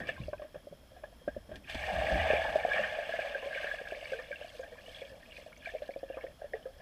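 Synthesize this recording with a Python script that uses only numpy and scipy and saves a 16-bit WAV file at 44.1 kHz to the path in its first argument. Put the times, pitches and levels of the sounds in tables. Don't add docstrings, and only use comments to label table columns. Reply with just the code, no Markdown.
import sys
import numpy as np
from scipy import signal
from scipy.fft import rfft, irfft
from scipy.io import wavfile

SR = 44100
rng = np.random.default_rng(int(sys.argv[2]) if len(sys.argv) > 2 else 0)


def store_wav(level_fs):
    pcm = np.round(np.clip(np.atleast_2d(level_fs), -1, 1) * 32767)
    wavfile.write(sys.argv[1], SR, pcm.T.astype(np.int16))


def amplitude_ratio(level_db):
    exponent = np.asarray(level_db, float) / 20
    return 10 ** exponent


N = 300321

# centre_hz, width_hz, level_db
HOUSING_MODES = [(544, 217, 0.5), (640, 121, 5.5), (751, 94, -4), (840, 78, -8), (1120, 340, -15),
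                 (1660, 207, -0.5), (1820, 276, -7), (2350, 480, -16.5), (2850, 434, -17), (3400, 530, -18),
                 (4340, 960, -30.5), (5076, 660, -33), (6050, 1480, -38.5), (8240, 1000, -40.5),
                 (9420, 1040, -46), (11900, 8000, -50)]
SHELL_RING_HZ, SHELL_RING_WIDTH_HZ = 665, 76.5

# pitch_hz, density_db (per Hz)
HISS_COLOUR = [(239, -43), (378, -16), (683, -9.5), (1410, -14), (1700, -14.5), (9260, -28), (10900, -33),
               (15400, -29)]
# centre_hz, width_hz, boost_db
HISS_HUMPS = [(3254, 240, 13.5), (5280, 360, 10), (12900, 1000, 9), (10970, 280, 10.5)]
# pitch_hz, rms_db
WHINE_TONES = [(10643, -82), (10691, -89), (10740, -93), (10788, -95), (10837, -94), (13189, -89)]
HISS_DB = -68

# top_s (when the top is reached), slow_db, quick_db, hold_s
SURGES = [
    (0.0, -57.5, -47.5, 0.034),
    (0.22, -42.5, -55.5, 0.011),
    (1.298, -52, -70, 0.079),
    (1.532, -54, -54, 0.02),
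    (1.75, -48.5, -61.5, 0.19),
    (1.977, -40.5, -49.5, 0.026),
    (2.127, -46, -44.5, 0.015),
    (2.216, -53.5, -53, 0.18),
    (2.44, -57.5, -59, 0.3),
    (2.81, -53.5, -59, 0.014),
]
SURGE_RISE_DB_PER_S, SURGE_FALL_DB_PER_S, CALM_SLOW_DB, CALM_QUICK_DB = 235, 124, -64, -66

# time_s, level_db
CLOUD_THICKNESS = [(0.0, -32), (0.05, -71.5), (0.14, -58), (0.49, -79), (1.31, -66.5), (1.675, -64.5),
                   (1.71, -52.5), (1.87, -37), (2.3, -30.5), (2.47, -33.5), (2.67, -38.5), (3.03, -41),
                   (3.83, -49), (4.34, -58), (5.18, -56.5), (5.5, -65), (6.05, -63.5), (6.81, -59.5)]
# peak_s, strength_db, froth_fineness_db, rise_db_per_s, fall_db_per_s
STROKES = [(0.0, -52, -12.5, 100, 247), (0.092, -41.5, -2.5, 387, 306), (0.228, -57, 4, 36, 101),
           (2.332, -42.5, -4.5, 71, 76), (2.762, -38, -6, 120, 47.5), (3.221, -44.5, -2, 35.5, 51.5),
           (3.618, -43.5, -3, 47.5, 50), (3.71, -59.5, 15, 90, 115), (3.951, -59, 0.5, 43, 66),
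           (4.102, -47.5, 1.5, 43, 47.5), (4.42, -54, 0, 60, 49), (4.57, -61, 16, 81, 134),
           (4.969, -51.5, 4, 54.5, 74), (5.371, -54, 6, 86, 89), (5.668, -53, 2.5, 161, 51),
           (6.24, -57.5, -6, 70, 224.5)]
PLUNGE_S, PLUNGE_DB, PLUNGE_HOLD_S, PLUNGE_RISE_DB_PER_S, PLUNGE_FALL_DB_PER_S = 1.696, -43.5, 0.43, 498, 31
FRESH_DB, FRESH_S = 27, 0.37

# start_s, peak_db, pitch_hz
PLINKS = [(0.016, -36.5, 1810), (0.087, -28.5, 1730), (0.3312, -43, 1510), (1.037, -45.5, 1660),
          (1.28, -39, 1577), (1.8356, -34, 1820), (2.0665, -33, 1910), (2.4173, -32, 1690),
          (2.6316, -33, 1750), (2.702, -33, 1643), (2.713, -24.5, 1660), (2.8341, -28, 1820),
          (3.1899, -36, 1597), (3.345, -30, 1566), (3.527, -37.5, 1590), (3.572, -32.5, 1560),
          (3.629, -35, 1566), (3.671, -38.5, 1610), (3.7104, -29, 1660), (3.785, -41, 1620),
          (3.929, -46, 1690), (4.132, -34, 1528), (4.1866, -37, 1770), (4.325, -34.5, 1574),
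          (4.629, -42.5, 1580), (5.661, -40, 1580), (5.884, -50.5, 1650), (6.5328, -35.5, 1880)]
# start_s, peak_db, pitch_hz
TINKLES = [(0.089, -32.5, 2660), (0.213, -44, 2350), (0.2346, -44, 2750), (0.379, -50, 2520),
           (1.556, -52, 3200), (1.697, -54, 2470), (1.827, -32, 2340), (2.0644, -33, 2550),
           (2.207, -31, 2850), (2.309, -25, 2510), (2.365, -27, 2360), (2.5983, -31, 2270),
           (2.7328, -21.5, 2320), (2.7728, -30, 2280), (3.1618, -30.5, 2180), (3.217, -32, 2330),
           (3.5472, -28.5, 2250), (4.0544, -33, 2300), (4.315, -34, 2280), (4.357, -36.5, 2710),
           (4.4087, -42, 2700), (5.0085, -42.5, 3360), (5.308, -47, 2870), (5.3665, -38.5, 2460),
           (5.5277, -43, 2230), (5.657, -30.5, 2350), (5.937, -43.5, 2310), (6.209, -39.5, 2210),
           (6.534, -36, 2100)]
# start_s, peak_db, pitch_hz, t60_s
BLIPS = [
    (0.176, -51.5, 1040, 0.11),
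    (0.3336, -45.5, 984, 0.064),
    (3.4226, -49.5, 1004, 0.2),
    (6.1814, -50, 1020, 0.05),
]
PLINK_T60_S, TINKLE_T60_S = 0.056, 0.031

# start_s, peak_db, pitch_hz
SPECKS = [(0.071, -45, 4750), (0.1974, -52, 3740), (0.2723, -49, 4840), (0.2882, -53, 4600),
          (3.5538, -49.5, 3760), (3.669, -43, 3900), (3.9583, -47, 4340), (4.0472, -46, 4440),
          (4.119, -47, 4700), (4.2233, -50, 5000), (4.4802, -54, 4490), (4.5615, -60, 4550),
          (4.5855, -52, 4800), (4.6089, -51.5, 6430), (5.0928, -53.5, 4900), (5.362, -47, 3980),
          (5.5588, -55, 4540), (5.5742, -51.5, 6070), (5.6506, -48, 4200), (5.8282, -52, 4030),
          (5.8596, -53, 4030), (5.915, -54, 4320), (5.989, -50.5, 4600), (6.7805, -56, 4940)]
# start_s, peak_db, pitch_hz
PINGS = [(0.0692, -44.5, 2650), (0.3301, -49, 2420), (1.033, -51, 2420), (1.6415, -46, 2460),
         (1.7489, -34, 2230), (3.4311, -52, 2870), (3.454, -43, 2230), (3.5994, -41, 2110),
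         (3.644, -35, 2290), (3.909, -35, 2640), (3.947, -35.5, 2260), (4.009, -39, 2820),
         (4.116, -36, 2180), (4.2218, -43, 2170), (4.429, -42, 2870), (4.491, -45, 3260),
         (4.783, -48, 2370), (4.8597, -43, 2860), (4.8898, -41.5, 3070), (4.9437, -39, 3300),
         (4.9594, -40, 3310), (5.017, -41, 2190), (5.049, -43, 3190), (5.255, -48, 2450),
         (5.319, -42, 2750), (5.562, -46.5, 2220), (5.6196, -47, 2350), (5.674, -37, 2230),
         (5.6944, -40, 2200), (5.7633, -48, 2270), (5.7822, -43, 2310), (5.9065, -44, 2180),
         (6.089, -51, 2730), (6.121, -46, 2730), (6.144, -45, 2430), (6.2647, -45.5, 2210),
         (6.626, -50.5, 3000)]
# start_s, peak_db, pitch_hz, t60_s
PLOPS = [(0.163, -38, 1580, 0.083), (0.384, -50, 1660, 0.04), (0.963, -57, 1680, 0.029),
         (1.345, -48, 1730, 0.04), (1.539, -43, 1610, 0.096), (2.1902, -28, 1950, 0.1),
         (2.9287, -33, 1770, 0.044), (3.1216, -27, 1670, 0.21), (3.5087, -33.5, 1660, 0.036),
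         (3.5475, -38, 1640, 0.035), (3.6416, -24, 1660, 0.035), (3.7441, -31, 1720, 0.036),
         (3.852, -35, 1700, 0.047), (3.8707, -30, 1635, 0.032), (3.904, -35.5, 1600, 0.032),
         (4.4222, -42, 1620, 0.048), (4.6594, -42.5, 1750, 0.048), (4.7212, -49, 1860, 0.04),
         (4.786, -44.5, 1660, 0.06), (5.0634, -48, 1680, 0.04), (5.0973, -45, 1730, 0.04),
         (5.2285, -43, 1820, 0.037), (5.6244, -44.5, 1665, 0.1), (5.6515, -38, 1576, 0.032),
         (5.6897, -32, 1720, 0.023), (5.7014, -40, 1790, 0.043), (6.2657, -42, 1820, 0.03),
         (6.4136, -45, 1614, 0.04), (6.4572, -52, 1800, 0.037), (6.6537, -47, 1630, 0.023)]
# start_s, peak_db, pitch_hz, t60_s
BLOOPS = [(0.331, -46, 1100, 0.039), (0.418, -50, 1114, 0.067), (0.549, -56, 1120, 0.058),
          (1.038, -44, 816, 0.029), (1.278, -45, 1400, 0.031), (1.749, -41, 840, 0.032),
          (1.931, -48, 880, 0.05), (2.241, -51, 840, 0.05), (2.265, -39, 865, 0.05),
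          (2.447, -30, 745, 0.066), (2.647, -35, 793, 0.05), (2.71, -43, 1085, 0.05),
          (4.192, -48, 1170, 0.086), (4.593, -55, 990, 0.059), (4.754, -52, 1000, 0.063),
          (5.521, -53, 1400, 0.048), (6.169, -47.5, 1194, 0.071), (6.662, -57, 1250, 0.057)]
# start_s, peak_db, pitch_hz, t60_s, crack_db
COMPANIONS = [
    (1.125, -50.5, 584, 0.032, -22),
    (1.76, -58, 756, 0.034, -30),
    (1.872, -25.5, 745, 0.098, -34),
    (1.89, -26, 745, 0.051, -25),
    (2.714, -35, 743, 0.038, -30),
    (5.718, -41, 590, 0.027, -33),
    (6.537, -26.5, 433, 0.078, -41),
    (6.537, -37, 670, 0.1, -45),
]
SPECK_T60_S, PING_T60_S = 0.031, 0.05

# start_s, peak_db, length_s
SNAPS = [(0.072, -78, 0.0061), (1.556, -56, 0.011), (1.697, -50.5, 0.012), (1.745, -49.5, 0.01),
         (2.555, -55, 0.022), (4.12, -60, 0.0086), (5.672, -66, 0.011), (2.731, -51.5, 0.0034),
         (3.202, -60, 0.0022), (3.884, -56.5, 0.0038), (5.325, -73, 0.0027), (5.877, -62, 0.0025)]

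# start_s, peak_db, pitch_hz, t60_s, crack_db (of the pinch-off)
TOY_GLUGS = [(0.087, -27.5, 512, 0.042, -14.5), (0.282, -27.5, 595, 0.041, -44.5),
             (0.33, -26, 588, 0.042, -36), (0.395, -33.5, 615, 0.053, -18),
             (0.418, -30.5, 593, 0.046, -17.5), (0.444, -38, 604, 0.058, -40),
             (0.544, -35, 553, 0.025, -18), (0.556, -30.5, 586, 0.039, -40), (0.67, -35, 582, 0.037, -46),
             (0.725, -34.5, 574, 0.03, -42), (0.963, -40.5, 717, 0.093, -8),
             (1.036, -32.5, 610, 0.043, -20), (1.277, -19, 590, 0.032, -29.5),
             (1.3645, -26.5, 578, 0.028, -33), (1.492, -39, 585, 0.053, -16), (1.514, -31, 620, 0.054, -14)]

# start_s, peak_db, first_pitch_hz, last_pitch_hz, t60_s
THUMPS = [(0.202, -33.5, 163, 61, 0.032), (0.56, -54, 189, 90, 0.12), (0.71, -52.5, 197, 90, 0.15),
          (1.282, -35.5, 290, 98, 0.027), (1.371, -44.5, 250, 110, 0.058), (1.75, -38.5, 62, 52, 0.14),
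          (1.752, -36.5, 274, 100, 0.023), (1.92, -43, 196, 160, 0.23), (2.115, -36, 170, 169.4, 0.2),
          (2.122, -31, 58, 55, 0.37), (2.188, -33, 82, 76.4, 0.55), (2.335, -39, 75, 72.05, 0.46),
          (2.8, -46.5, 210.6, 198, 0.24), (3.921, -40, 430, 330, 0.032)]

# start_s, peak_db, pitch_hz, crack_db
PLUNGE_GLUGS = [(1.696, -37, 690, -25), (2.041, -24.5, 640, -18.5), (2.113, -19, 706, -4.5),
                (2.302, -13.5, 608, -39), (2.556, -12.5, 627, -53), (2.649, -13, 710, -37.5),
                (2.684, -24.5, 576, -22), (2.741, -25, 613, -34), (2.792, -20, 592, -27),
                (2.986, -21.5, 665, -15), (3.091, -22.5, 635, -16), (3.137, -21.5, 660, -44),
                (3.189, -21, 640, -41), (3.247, -24.5, 627, 3)]
# start_s, peak_db, pitch_hz
PADDLE_GLUGS = [(3.352, -26, 557), (3.428, -29.5, 540), (3.459, -27, 558), (3.555, -28.5, 552),
                (3.642, -23.5, 607), (3.738, -28, 634), (3.921, -24.5, 634), (3.972, -35, 585),
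                (4.025, -31, 650), (4.118, -24.5, 524), (4.187, -32, 504), (4.308, -29, 570),
                (4.412, -33.5, 593), (4.445, -33.5, 660), (4.593, -29, 520), (4.881, -36.5, 640),
                (5.017, -31.5, 542), (5.117, -42, 530), (5.383, -40, 560), (5.462, -35, 630),
                (5.671, -30, 665), (5.737, -30.5, 513), (5.819, -26.5, 592), (6.14, -34, 615),
                (6.418, -29, 687), (6.442, -29.5, 579), (6.534, -27.5, 528), (6.655, -28.5, 514)]
# start_s, peak_db, pitch_hz, t60_s, crack_db
FOLLOWERS = [(1.744, -32, 640, 0.039, -43), (2.333, -16, 522, 0.024, -26), (2.661, -35, 513, 0.032, -28),
             (3.812, -31.5, 518, 0.029, -22), (4.132, -29, 598, 0.034, -26), (4.14, -35, 449, 0.17, -26),
             (4.632, -32.5, 665, 0.049, -5), (4.723, -37.5, 473, 0.12, -6), (5.029, -38, 536, 0.091, -35),
             (5.749, -25, 617, 0.055, -44), (6.264, -40.5, 483, 0.042, -29), (6.549, -37.5, 497, 0.042, 2),
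             (6.693, -48, 510, 0.046, -28.5), (6.799, -42, 700, 0.076, -3)]
PADDLE_CRACK_DB, RING_S_AT_600_HZ, RING_POWER = -21, 0.047, 4.7

STRING_COUNT, STRING_S, STRING_GAP_S = 6, 5.891, 0.0698
STRING_DB, STRING_FADE_DB, STRING_HZ, STRING_SAG_HZ, STRING_T60_S, STRING_CRACK_DB = -28, 0.7, 551, 4.6, 0.029, -58
STRING_TAIL_DB, STRING_TAIL_T60_S = -36.5, 0.099
STRING_PUFF_DB, STRING_PUFF_HZ, STRING_PUFF_T60_S = -46.5, 356, 0.035


def rms_one(x):
    return x / np.sqrt(np.mean(x ** 2) + 1e-20)


def in_time(rows):
    s, *columns = np.transpose(rows)
    return [np.interp(np.arange(N) / SR, s, c) for c in columns]


def drift(rate):
    r = np.exp(-80 * np.pi * rate / SR)
    slow = signal.lfilter([1], [1, -2 * r, r * r], rng.standard_normal(N // 40 + 2002))[2000:]
    return np.interp(np.arange(N) / 40, np.arange(len(slow)), rms_one(slow))


def resonance(x, hz, width):
    r = np.exp(-np.pi * width / SR)
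    feedback = [1, -2 * r * np.cos(2 * np.pi * hz / SR), r * r]
    return signal.lfilter(np.array([1, 0, -1]) * (1 - r * r) / 2, feedback, x)


def band(x, low_hz, high_hz, order=2):
    return signal.sosfilt(signal.butter(order, [low_hz, high_hz], "band", fs=SR, output="sos"), x)


def place(table, shapes, trim_db):
    out = np.zeros(N + shapes.shape[1])
    for row, shape in zip(table, shapes):
        at = round(row[0] * SR)
        out[at:at + len(shape)] += amplitude_ratio(row[1] + trim_db) * shape / np.abs(shape).max()
    return out[:N]


def with_t60(table, t60_s):
    return [(*row, t60_s) for row in table]


def swell(s, db, rise_db_per_s, hold_s, fall_db_per_s):
    t = np.arange(0, N, 64) / SR - s
    return db + rise_db_per_s * np.minimum(t, 0) - fall_db_per_s * np.maximum(t - hold_s, 0)


def together(levels_db):
    total_db = 10 * np.log10(sum(amplitude_ratio(np.maximum(db, -200)) ** 2 for db in levels_db))
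    return np.interp(np.arange(N) / 64, np.arange(len(total_db)), total_db)


def housing_response():
    click = np.zeros(2048)
    click[0] = 1
    return sum((-1) ** k * amplitude_ratio(db) * resonance(resonance(click, hz, width), hz, width)
               for k, (hz, width, db) in enumerate(HOUSING_MODES))


def camera():
    hz = np.fft.rfftfreq(N, 1 / SR) + 1
    points = np.array(HISS_COLOUR)
    gain = amplitude_ratio(np.interp(np.log(hz), np.log(points[:, 0]), points[:, 1])) * (hz > 300)
    for centre, width, db in HISS_HUMPS:
        gain = gain * amplitude_ratio(db / (1 + (2 * (hz - centre) / width) ** 2))
    hiss = rms_one(irfft(rfft(rng.standard_normal(N)) * gain, N))
    t = np.arange(N) / SR + np.cumsum(0.000278 * drift(2.34)) / SR
    whine = sum(amplitude_ratio(db + 4) * np.sin(2 * np.pi * (f * t + rng.random())) for f, db in WHINE_TONES)
    return amplitude_ratio(HISS_DB + 2) * hiss + whine


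def surge_level(column, calm_db):
    swells = [swell(row[0], row[column], SURGE_RISE_DB_PER_S, row[3], SURGE_FALL_DB_PER_S) for row in SURGES]
    return together([calm_db] + swells)


def surge():
    slow_db = surge_level(1, CALM_SLOW_DB)
    quick_db = surge_level(2, CALM_QUICK_DB) + 1.53 * drift(11.0)
    rock, quick, rumble = rng.standard_normal((3, N))
    rock = rms_one(resonance(resonance(rock, 49.5, 57), 49.5, 57))
    rumble = rms_one(band(rumble, 22, 53))
    quick = rms_one(band(quick, 93.0, 315))
    return amplitude_ratio(slow_db) * rock + (amplitude_ratio(-67.0) + amplitude_ratio(slow_db - 14)) * rumble + amplitude_ratio(quick_db) * quick


def churn(cloud_db, plunge_db, stroke_db, fine_share, calm_db):
    strokes = [swell(s, db + stroke_db + fine_share * fine_db, rise, 0, fall)
               for s, db, fine_db, rise, fall in STROKES]
    plunge = swell(PLUNGE_S, PLUNGE_DB + plunge_db, PLUNGE_RISE_DB_PER_S, PLUNGE_HOLD_S, PLUNGE_FALL_DB_PER_S)
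    return together(strokes + [plunge, cloud_db[::64], calm_db])


def foam_levels():
    thick_db, = in_time(CLOUD_THICKNESS)
    middle_db = -49.0 + 1.2 * (thick_db + 39.5)
    small_db = -54.5 + 1.3 * (thick_db + 40.5)
    mist_db = -61.5 + 0.76 * (thick_db + 41.0)
    return (churn(thick_db, plunge_db=-9.5, stroke_db=-3.0, fine_share=-0.72, calm_db=-71),
            churn(middle_db, plunge_db=-4.0, stroke_db=-4.5, fine_share=-1.1, calm_db=-81.0),
            churn(small_db, plunge_db=-3.0, stroke_db=-2.0, fine_share=0, calm_db=-81.5),
            churn(mist_db, plunge_db=-12.5, stroke_db=-12.5, fine_share=0.91, calm_db=-80.5))


def cloud(shell, level_db, bright_db, low_hz, high_hz, per_s, cycles, spread_db, clump_db):
    rate = per_s * amplitude_ratio(.7 * (level_db - level_db.max()))
    sizes = amplitude_ratio(spread_db * np.minimum(rng.exponential(1, N), 4)) * rng.choice([-1, 1], N) / np.sqrt(rate)
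    born = sizes * (rng.random(N) < rate / SR) * amplitude_ratio(clump_db * drift(17.0))
    born = born + amplitude_ratio(-55.5) * rng.standard_normal(N)
    dealt = rng.integers(0, 12, N)
    out = 0
    for k, hz in enumerate(np.geomspace(low_hz, high_hz, 12)):
        struck = amplitude_ratio(bright_db * (k / 11 - .5)) * born * (dealt == k) + 1e-18
        soft_start = resonance(struck, hz, 17.0 * hz / cycles)
        out = out + resonance(soft_start, hz, 0.86 * hz / cycles)
    return amplitude_ratio(level_db) * rms_one(signal.fftconvolve(out, shell)[:N])


def foam(shell):
    large_db, middle_db, small_db, mist_db = foam_levels()
    since = np.arange(N) / SR - PLUNGE_S
    fresh_db = FRESH_DB * np.exp(-np.abs(since) / FRESH_S) * (since > -.05)
    large = cloud(shell, large_db, 0.97 * (large_db + 43.0) + fresh_db, 460.0, 938,
                  per_s=3600, cycles=10.3, spread_db=2.5, clump_db=1.66)
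    middle = cloud(shell, middle_db, 0, 1022, 1928, per_s=2600, cycles=22.0, spread_db=0.5, clump_db=2.5)
    small = cloud(shell, small_db, mist_db - small_db + 1.5, 2133, 3727,
                  per_s=2600, cycles=34.0, spread_db=2.5, clump_db=0.5)
    mist = cloud(shell, mist_db, 0, 4120, 17300, per_s=8300, cycles=10.3, spread_db=0.7, clump_db=1.0)
    rush = rms_one(band(rng.standard_normal(N), 670, 1200))
    rush_db = -54 + 0.27 * (mist_db + 52.5) + 0.67 * (large_db + 31.5)
    return large + middle + small + band(mist, 3840, 20500) + amplitude_ratio(rush_db) * rush


def bubbles(table, shell, rise, trim_db):
    t = np.arange(6000) / SR
    hz, t60 = np.array(table)[:, 2:3], np.array(table)[:, 3:4]
    rings = amplitude_ratio(-60 * t / t60) * np.sin(2 * np.pi * hz * t * (1 + rise * t))
    froth = 0.63 * rng.standard_normal(rings.shape) * amplitude_ratio(-75 * t / t60)
    soft_start = (1 - np.exp(-t / 0.00037)) ** 2
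    rings = (rings + band(froth, 1.55 * hz.min(), 1.5 * hz.max())) * soft_start
    return place(table, signal.fftconvolve(rings, shell[None], axes=1), trim_db)


def small_bubbles(shell):
    return (bubbles(with_t60(PLINKS, PLINK_T60_S), shell, rise=0.86, trim_db=1.5)
            + bubbles(with_t60(TINKLES, TINKLE_T60_S), shell, rise=0.072, trim_db=-1.0)
            + bubbles(BLIPS, shell, rise=0.58, trim_db=8.5))


def droplets(table, attack_s, rise, ragged_hz, ragged, trim_db):
    t = np.arange(4000) / SR
    hz, t60 = np.array(table)[:, 2:3], np.array(table)[:, 3:4]
    flutter = 1 + ragged * rms_one(band(rng.standard_normal((len(table), len(t))), 32, ragged_hz))
    envelope = amplitude_ratio(-60 * t / t60) * (1 - np.exp(-t / attack_s)) ** 2
    rings = envelope * flutter * np.sin(2 * np.pi * hz * t * (1 + rise * t))
    return place(table, rings, trim_db)


def strays(shell):
    times = [STRING_S + k * STRING_GAP_S for k in range(STRING_COUNT)]
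    puffs = [(s, STRING_PUFF_DB, STRING_PUFF_HZ, STRING_PUFF_T60_S) for s in times]
    tails = [(s, STRING_TAIL_DB, STRING_HZ - k * STRING_SAG_HZ, STRING_TAIL_T60_S) for k, s in enumerate(times)]
    specks, pings = with_t60(SPECKS, SPECK_T60_S), with_t60(PINGS, PING_T60_S)
    return (droplets(specks, attack_s=0.00057, rise=2.8, ragged_hz=700, ragged=0.65, trim_db=-2.0)
            + droplets(pings, attack_s=0.0008, rise=1.2, ragged_hz=397, ragged=0.73, trim_db=-1.5)
            + droplets(PLOPS, attack_s=0.0013, rise=0.43, ragged_hz=250, ragged=0.2, trim_db=-5.0)
            + droplets(BLOOPS, attack_s=0.00084, rise=0.74, ragged_hz=357, ragged=1.0, trim_db=4.0)
            + glugs(COMPANIONS, shell, swell_s=0.0049, scoop=0.17, beat_db=2, push_db=-36, push_hz=320)
            + droplets(puffs + tails, attack_s=0.00063, rise=0, ragged_hz=100, ragged=0.3, trim_db=0))


def snaps(shell):
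    t = np.arange(2000) / SR
    bursts = rng.standard_normal((len(SNAPS), len(t))) * np.exp(-t / np.array(SNAPS)[:, 2:3])
    return place(SNAPS, band(signal.fftconvolve(bursts, shell[None], axes=1), 3400, 13300), trim_db=15.5)


def glugs(table, shell, swell_s, scoop, beat_db, push_db, push_hz):
    t = np.arange(6000) / SR
    hz, t60, crack_db = np.array(table)[:, 2:, None].transpose(1, 0, 2)
    onset = (1 - np.exp(-t / swell_s)) ** 2
    sag = scoop * np.exp(-t / 0.0011)
    pitch = hz * (1 + 0.92 * t - sag)
    ring = amplitude_ratio(-60 * t / t60) * np.sin(2 * np.pi * np.cumsum(pitch, axis=1) / SR) * onset

    shell_hz = SHELL_RING_HZ + 15 * rng.standard_normal((len(table), 1))
    shell_tone = np.sin(2 * np.pi * shell_hz * np.cumsum(1 - sag) / SR)
    beat = np.exp(-np.pi * SHELL_RING_WIDTH_HZ * t) * shell_tone * onset
    uneven = amplitude_ratio(2.5 * rng.standard_normal((len(table), 1)))
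    push = np.exp(-t / 0.0031) * np.sin(2 * np.pi * push_hz * t)

    rattle = rng.standard_normal((len(table), len(t))) * np.exp(-t / 0.028)
    crack = band(signal.fftconvolve(rattle, shell[None], axes=1)[:, :len(t)], 480, 8600)
    crack = crack / np.max(np.abs(crack), axis=1, keepdims=True)

    gargle = band(rng.standard_normal(ring.shape), 441, 650, order=3)
    gargle = gargle * amplitude_ratio(-42 * t / t60) * (1 - np.exp(-t / 0.006))
    body = band(ring + 1.7 * gargle + amplitude_ratio(beat_db) * uneven * beat + amplitude_ratio(push_db) * push, 120, 2900)
    return place(table, body + amplitude_ratio(crack_db) * crack, trim_db=-4.0)


def toy_glugs(shell):
    return glugs(TOY_GLUGS, shell, swell_s=0.0024, scoop=0.3, beat_db=-10.0, push_db=-15, push_hz=416)


def thumps():
    t = np.arange(15000) / SR
    first, last, t60 = np.array(THUMPS)[:, 2:, None].transpose(1, 0, 2)
    hz = last + (first - last) * np.exp(-t / 0.044)
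    swings = np.sin(2 * np.pi * np.cumsum(hz, axis=1) / SR) * amplitude_ratio(-60 * t / t60) * (1 - np.exp(-t / 0.0029))
    return place(THUMPS, swings, trim_db=0.5)


def dog_glugs(shell):
    rows = PLUNGE_GLUGS + [(*row, PADDLE_CRACK_DB) for row in PADDLE_GLUGS]
    singles = [(s, db, hz, RING_S_AT_600_HZ * (600 / hz) ** RING_POWER, crack_db) for s, db, hz, crack_db in rows]
    string = [(STRING_S + k * STRING_GAP_S, STRING_DB - k * STRING_FADE_DB, STRING_HZ - k * STRING_SAG_HZ,
               STRING_T60_S, STRING_CRACK_DB) for k in range(STRING_COUNT)]
    return glugs(singles + string + FOLLOWERS, shell,
                 swell_s=0.002, scoop=0.43, beat_db=-4, push_db=-27.5, push_hz=320)


def scene():
    shell = housing_response()
    water = foam(shell) + small_bubbles(shell) + strays(shell) + snaps(shell)
    large = toy_glugs(shell) + dog_glugs(shell)
    return (camera() + surge() + water + large + thumps())[None]


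def band_limit(x):
    return signal.sosfilt(signal.butter(12, 15330, fs=SR, output="sos"), x)


def record(dry):
    cut = signal.sosfilt(signal.cheby2(16, 70, 16150, fs=SR, output="sos"), dry)
    return band_limit(cut)


dry = scene()
out = record(dry)
store_wav(out)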